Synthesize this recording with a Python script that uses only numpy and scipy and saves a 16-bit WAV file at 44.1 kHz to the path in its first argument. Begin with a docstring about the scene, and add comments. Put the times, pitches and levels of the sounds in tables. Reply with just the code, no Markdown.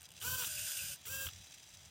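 """Faint buzzing creep and small jerks come first: the servos of a small desktop drawing arm on a wooden table.
Then a pen-lift servo whines, made of overtones of one moving pitch over gear rattle; it whines again later.
Between the whines the arm swings across: tooth impacts, friction noise, gear catches and sliding squeaks.
Creep is noise in small drive pulses, the pen holder knocks in noise puffs, and noise through low resonances
makes the table thrum. A steady room noise lies underneath, all heard by one close microphone."""
import sys
import numpy as np
from scipy import signal
from scipy.fft import rfft, irfft, next_fast_len
from scipy.io import wavfile
from scipy.ndimage import uniform_filter1d

SR = 44100
rng = np.random.default_rng(int(sys.argv[2]) if len(sys.argv) > 2 else 0)


def transcribe(u):
    """Save the signal u as a 16-bit wav file named by the first command-line argument.

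    u: samples, shape (n,) or (channels, n), limited to [-1, 1]; the rate is SR.
    q: integer samples, one column per channel.
    """
    v = np.clip(np.atleast_2d(u).T, -1, 1)
    q = np.round(v * 32767).astype(np.int16)
    wavfile.write(sys.argv[1], SR, q)


def level_to_linear(level):
    """Convert decibel levels to linear amplitude factors, elementwise."""
    exponent = np.asarray(level, float) / 20
    return 10 ** exponent


N = 83790  # length of the scene in samples


def drift(rate_hz):
    """Slow random wander of spread 1: noise smoothed by two equal low-pass poles."""
    r = np.exp(-2 * np.pi * rate_hz / SR)
    noise = rng.standard_normal(N + SR // 2)
    slow = signal.lfilter([1], [1, -2 * r, r * r], noise)[SR // 2:]  # skip the filter's start-up
    return slow / slow.std()


def curve(rows):
    """Columns of a table drawn out in time, then a soft-edged gate that is open only inside the table."""
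    start_s, *columns = np.transpose(rows)
    t = np.arange(N) / SR
    inside = 1. * ((t >= start_s[0]) & (t <= start_s[-1]))
    gate = uniform_filter1d(inside, size=200)
    return [np.interp(t, start_s, column) for column in columns] + [gate]


def level(tables):
    """Loudness over time, as a gain, from one or more tables of start_s, level_db."""
    return sum(level_to_linear(db) * gate for db, gate in map(curve, tables))


def body(x, slope, peaks):
    """Casing as a causal filter: resonances on a broad slope, scaled so that unit white noise stays unit."""
    size = next_fast_len(N + SR // 4)
    hz = np.maximum(np.arange(size // 2 + 1) * SR / size, 1)
    slope_hz, slope_db = [p[0] for p in slope], [p[1] for p in slope]
    gain = level_to_linear(np.interp(np.log(hz), np.log(slope_hz), slope_db))
    # each peak adds half its listed boost, as an amplitude
    boost = sum(level_to_linear(db) / np.sqrt(1 + (2 * (hz - f) / w) ** 4) for f, w, db in peaks) * .5
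    gain = gain * (1 + boost)
    # folding the cepstrum gives minimum phase: nothing sounds before it is struck
    cepstrum = irfft(np.log(gain / np.sqrt(np.mean(gain ** 2))), size)
    cepstrum[1:size // 2] *= 2
    cepstrum[size // 2 + 1:] = 0
    return irfft(rfft(x, size) * np.exp(rfft(cepstrum)), size)[:N]


def bursts(rows, decay_s):
    """Small impacts: a quickly rising, dying puff of noise at each start_s, strength_db."""
    out, t = np.zeros(N + 2000), np.arange(2000) / SR
    envelope = np.exp(-t / decay_s) * (1 - np.exp(-t / decay_s * 8))
    puffs = rng.standard_normal((len(rows), 2000)) * envelope
    for (start_s, strength_db), puff in zip(rows, puffs):
        start = int(start_s * SR)
        out[start:start + 2000] += level_to_linear(strength_db) * puff
    return out[:N]


def rattle():
    """Gear rattle: uneven tooth impacts over friction noise, in louder and softer patches; rms 1."""
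    teeth_per_s, spread_db, patch_db = 2500, 1.5, 1.5
    tooth_share = .52  # the rest is friction
    struck = rng.random(N) < teeth_per_s / SR
    strength = level_to_linear(spread_db * np.minimum(rng.exponential(1, N), 4))
    hits = struck * strength * rng.choice([-1, 1], N)
    x = tooth_share * hits / hits.std() + (1 - tooth_share) * rng.standard_normal(N)
    x = x * level_to_linear(patch_db * drift(17.5))
    return x / x.std()


# pen-lift servo whine, up then down: start_s, pitch_hz (lowest whine tone), level_db
LIFT_UP_WHINE = [(0.213, 310, -76), (0.236, 435, -61), (0.252, 480, -52), (0.282, 505, -45),
                 (0.297, 508, -56), (0.315, 510, -46), (0.355, 514, -44), (0.367, 513, -58),
                 (0.378, 511, -58), (0.39, 508, -46), (0.418, 495, -48), (0.445, 450, -56),
                 (0.458, 420, -80)]
LIFT_DOWN_WHINE = [(1.058, 370, -80), (1.074, 430, -60), (1.09, 495, -65), (1.105, 526, -57),
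                   (1.136, 536, -50), (1.237, 537, -51), (1.256, 528, -53), (1.268, 500, -70)]
# whine overtones: multiple of the pitch, up_db and down_db (relative to the whine level)
WHINE_OVERTONES = [(1, -16, -12), (2, -9, -22), (3, 0, 0), (5, -13, -2), (6, -11, -6), (7, -18, -14),
                   (9, -10, -11), (15, -10, -40), (27, -4, -40)]
# gear rattle of the lift servo, one list per stroke: start_s, level_db
LIFT_RATTLE_LEVEL = [
    [(0.2, -78), (0.225, -47), (0.26, -38), (0.44, -38.5), (0.46, -45), (0.48, -37)],
    [(1.04, -79), (1.058, -43.5), (1.08, -40.5), (1.25, -39.5), (1.272, -40.5), (1.277, -41), (1.29, -47),
     (1.297, -56)],
]
# broad tone colour of the lift rattle: pitch_hz, density_db (relative, per Hz)
LIFT_SLOPE = [(200, -15), (700, -21.5), (1400, -11), (2000, -23), (3000, -8.5), (4400, -12), (6000, -9),
              (10000, -9), (15700, -3.5)]
# ringing of the lift casing: pitch_hz, width_hz, boost_db (halved as amplitude in body)
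LIFT_RINGING = [(5770, 150, 11), (7500, 700, 6)]


def lift():
    """Pen-lift servo: commutator whine with overtones on a moving pitch, and gear rattle in each stroke."""
    waver_db, jitter = 2.5, .002  # jitter is a share of the pitch
    hold = .55  # share of the whine's dips that the lowest and highest overtones ignore
    out = body(rattle() * level(LIFT_RATTLE_LEVEL), LIFT_SLOPE, LIFT_RINGING)
    for k, stroke in enumerate((LIFT_UP_WHINE, LIFT_DOWN_WHINE)):
        hz, db, gate = curve(stroke)
        smooth_hz = uniform_filter1d(hz, size=600)
        turn = 2 * np.pi * np.cumsum(smooth_hz * (1 + jitter * drift(59))) / SR
        for row in WHINE_OVERTONES:
            multiple, overtone_db = row[0], row[1 + k]
            if multiple == 3:
                ignored = 0  # the third follows the whine level fully
            elif 1 < multiple < 9:
                ignored = hold / 2
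            else:
                ignored = hold
            fade_db = -ignored * (db - db.max())
            gain = level_to_linear(db + overtone_db + fade_db + waver_db * drift(63))
            tone = np.sin(round(multiple) * turn + rng.uniform(0, 7.1))
            out += np.sqrt(2) * gate * gain * tone
    return out


# each arm servo's rattle through the swing: start_s, level_db
SWING_LEVEL = [(0.2, -57), (0.225, -48.5), (0.3, -53.5), (0.46, -44), (0.55, -44.5), (0.68, -43.5),
               (0.8, -45.5), (0.94, -47.5), (0.965, -59)]
# broad tone colour of the swing sound, with a steep treble cut at 15 kHz: pitch_hz, density_db (relative, per Hz)
SWING_SLOPE = [(350, -31.5), (800, -26), (1200, -24.5), (2000, -18), (3200, -10), (6000, -5.5), (9000, -5),
               (12000, -7.5), (14900, -4.5), (15200, -48)]
# ringing of the arm casing: pitch_hz, width_hz, boost_db (halved as amplitude in body)
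ARM_RINGING = [(1537, 166, 26), (2750, 520, 19), (5020, 260, 8.5), (6370, 530, 3), (7020, 220, 8.5),
               (8590, 820, 12), (3435, 59, 12), (14000, 400, 2)]
# gear teeth catching: start_s, strength_db (before the casing filter)
TOOTH_CATCHES = [(0.5524, -32), (0.593, -31), (0.7184, -28), (0.7545, -32), (0.7705, -29)]
# fainter, slightly longer jerks while creeping: start_s, strength_db (before the casing filter)
CREEP_JERKS = [(0.008, -45), (0.0175, -43), (0.03, -45), (0.054, -48), (0.089, -47), (0.105, -46),
               (0.117, -46), (0.121, -48), (0.138, -49)]
# faint tone of the arm motor: start_s, pitch_hz and level_db (both before wavering)
MOTOR_TONE = [(0.455, 620, -72), (0.47, 619, -63), (0.56, 600, -69), (0.67, 630, -66), (0.69, 580, -73),
              (0.74, 640, -69), (0.8, 562, -66), (0.86, 570, -70), (0.94, 575, -65)]


def swing():
    """Arm servos: two rattles, each with its share of the ringing, plus catches, jerks and a thin wavering tone."""
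    hz, db, gate = curve(MOTOR_TONE)
    turn = 2 * np.pi * np.cumsum(hz * (1 + .022 * drift(30))) / SR
    tone = gate * level_to_linear(db + 3.5 * drift(25)) * np.sin(turn)
    impacts = bursts(TOOTH_CATCHES, decay_s=.0008) + bursts(CREEP_JERKS, decay_s=.0014)
    out = tone + body(impacts, SWING_SLOPE, ARM_RINGING)
    for k in range(2):
        out += body(rattle() * level([SWING_LEVEL]), SWING_SLOPE, ARM_RINGING[k::2])
    return out


# gear squeaks that slide down as the arm loads: start_s, length_s, start_hz, end_hz, level_db
GEAR_SQUEAKS = [(0.561, 0.035, 2933, 2447, -48.5), (0.776, 0.045, 2730, 2540, -49),
                (0.804, 0.077, 2660, 2305, -52)]


def squeaks():
    """Gear squeaks: rough narrow tones that glide downward under a rounded swell."""
    rough_hz = 110
    out, t = np.zeros(N), np.arange(N) / SR
    for start_s, length_s, start_hz, end_hz, level_db in GEAR_SQUEAKS:
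        progress = np.clip((t - start_s) / length_s, 0, 1)
        turn = 2 * np.pi * np.cumsum(start_hz + (end_hz - start_hz) * progress) / SR
        # two wandering strengths, a quarter turn apart, roughen the tone
        tone = drift(rough_hz) * np.sin(turn) + drift(rough_hz) * np.cos(turn)
        out += level_to_linear(level_db) * np.sin(np.pi * progress) * tone
    return out


# creeping servos together, one list per stretch, before surges: start_s, level_db
CREEP_LEVEL = [
    [(0.0, -68), (0.02, -61), (0.06, -57), (0.077, -71), (0.16, -60), (0.185, -50), (0.203, -69.5),
     (0.215, -56)],
    [(0.96, -56.5), (1.0, -60), (1.04, -60), (1.06, -51)],
    [(1.29, -54.5), (1.35, -54.5), (1.5, -58), (1.85, -58.5), (1.9, -64)],
]
# broad tone colour of the creep: pitch_hz, density_db (relative, per Hz)
CREEP_SLOPE = [(700, -20.5), (1250, -19), (1700, -11), (3500, -7.5), (4500, -8.5), (6000, -7.5),
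               (9000, -9.5), (10500, -17), (15700, -17.5)]
# ringing of the creeping casing: pitch_hz, width_hz, boost_db (halved as amplitude in body)
CREEP_RINGING = [(3320, 250, 10), (5000, 250, 11), (3920, 150, 13), (6000, 500, 12), (2650, 150, 7),
                 (7500, 400, 7)]
# short surges of the second servo: middle_s, rise_db (above that servo's creep)
CREEP_SURGES = [(1.446, 6), (1.517, 7), (1.548, 8), (1.635, 5), (1.685, 7), (1.743, 6)]


def creep():
    """Two creeping servos: drive pulses of uneven strength nudge the gears and stutter; the second one surges."""
    drive_hz, pulse_decay_s, pulse_spread_db = 306.5, .0026, 2.6
    stutter_db, stutter_hz, surge_s = 2.2, 60, .007
    out, t = 0, np.arange(N) / SR
    surge_db = sum(db * np.exp(-((t - s) / surge_s) ** 2 / 2) for s, db in CREEP_SURGES)
    for k in range(2):
        beat = t * drive_hz + rng.random()
        strengths = level_to_linear(pulse_spread_db * rng.standard_normal(N // 50))[beat.astype(int)]
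        since_pulse_s = (beat % 1) / drive_hz
        pulses = rng.standard_normal(N) * strengths * np.exp(-since_pulse_s / pulse_decay_s)
        x = pulses * level_to_linear(stutter_db * drift(stutter_hz))
        x = x / x.std() * level_to_linear(k * surge_db) * level(CREEP_LEVEL)
        out = out + body(x, CREEP_SLOPE, CREEP_RINGING[k::2])
    return out / np.sqrt(2)


# pen holder meeting its stops: start_s, strength_db (before the holder filter)
STOP_KNOCKS = [(0.214, -43.5), (0.221, -40.5), (0.229, -46), (0.41, -42), (0.422, -35), (0.434, -35.5),
               (0.445, -33), (1.054, -45), (1.068, -45), (1.266, -36.5), (1.27, -38), (1.286, -40)]
# ringing of the pen holder: pitch_hz, width_hz, boost_db (halved as amplitude in body)
HOLDER_RINGING = [(1480, 400, 28), (2700, 300, 26), (3250, 800, 32)]


def knocks():
    """Pen holder hitting its stops: short noise puffs ring the holder's resonances."""
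    slope = [(300, -6.0), (6000, -4.5), (15000, -47)]  # pitch_hz, density_db
    return body(bursts(STOP_KNOCKS, decay_s=.0045), slope, HOLDER_RINGING)


# table thrum over time: start_s, level_db (added to each mode's own level)
THRUM_LEVEL = [(0.0, -71), (0.2, -65.5), (0.26, -53.5), (0.33, -50.5), (0.38, -56.5), (0.47, -61),
               (0.64, -60), (0.72, -76), (0.85, -56), (1.03, -68.5), (1.1, -57.5), (1.16, -56.5),
               (1.23, -64), (1.27, -46), (1.31, -64.5), (1.4, -55.5), (1.46, -74), (1.68, -69.5),
               (1.76, -63.5), (1.8, -67.5), (1.9, -66)]
# low table modes: pitch_hz, width_hz (of the first of two filters), level_db (relative)
TABLE_MODES = [(55, 44, -12.5), (86.2, 24, -1.5), (131.5, 27.4, -8), (175.8, 18.5, -12.5)]


def table():
    """Motor shaking, as noise through two resonators per mode, sets the low table modes going."""
    out = 0
    for hz, width, db in TABLE_MODES:
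        r = np.exp(-np.pi * width / SR)
        cosine = np.cos(2 * np.pi * hz / SR)
        y = rng.standard_normal(N + SR)
        y = signal.lfilter([1, 0, -1], [1, -2 * r * cosine, r * r], y)
        # the second resonator is twice as wide; the first second is start-up
        y = signal.lfilter([1, 0, -1], [1, -2 * r ** 2 * cosine, r ** 4], y)[SR:]
        out = out + level_to_linear(db) * y / y.std()
    return out * level([THRUM_LEVEL])


# tone colour of the room noise: pitch_hz, density_db (relative, per Hz)
ROOM_SLOPE = [(25, -29), (90, -4.5), (250, -11), (450, -15), (700, -9), (1100, -15), (3000, -15),
              (16000, -31)]


def room():
    """Steady background: white noise shaped by a broad slope, without resonances."""
    level_db = -67.5
    return level_to_linear(level_db) * body(rng.standard_normal(N), ROOM_SLOPE, [])


def scene():
    """All sources reach one microphone, giving two identical channels."""
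    mix = lift() + swing() + squeaks() + creep() + knocks() + table() + room()
    return np.tile(mix, (2, 1))


# narrow steady dips in the treble: pitch_hz, width_hz, depth (share taken away, 0 to 1)
TREBLE_DIPS = [(4280, 200, .7), (5300, 150, .7), (6750, 150, .6), (8100, 250, .8), (10100, 350, .5),
               (11700, 300, .6), (13400, 300, .6)]


def roll_off(x):
    """The treble ends steeply here."""
    return signal.sosfilt(signal.butter(12, 15890, fs=SR, output="sos"), x)


def record(dry):
    """Microphone sound with narrow treble dips: a share of each narrow band is subtracted in turn."""
    for hz, width, depth in TREBLE_DIPS:
        r = np.exp(-np.pi * width / SR)
        top = (1 - r * r) / 2 * np.array([1, 0, -1])
        bottom = [1, -2 * r * np.cos(2 * np.pi * hz / SR), r * r]
        dry = dry - depth * signal.lfilter(top, bottom, dry)
    return roll_off(dry)


dry = scene()
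out = record(dry)
transcribe(out)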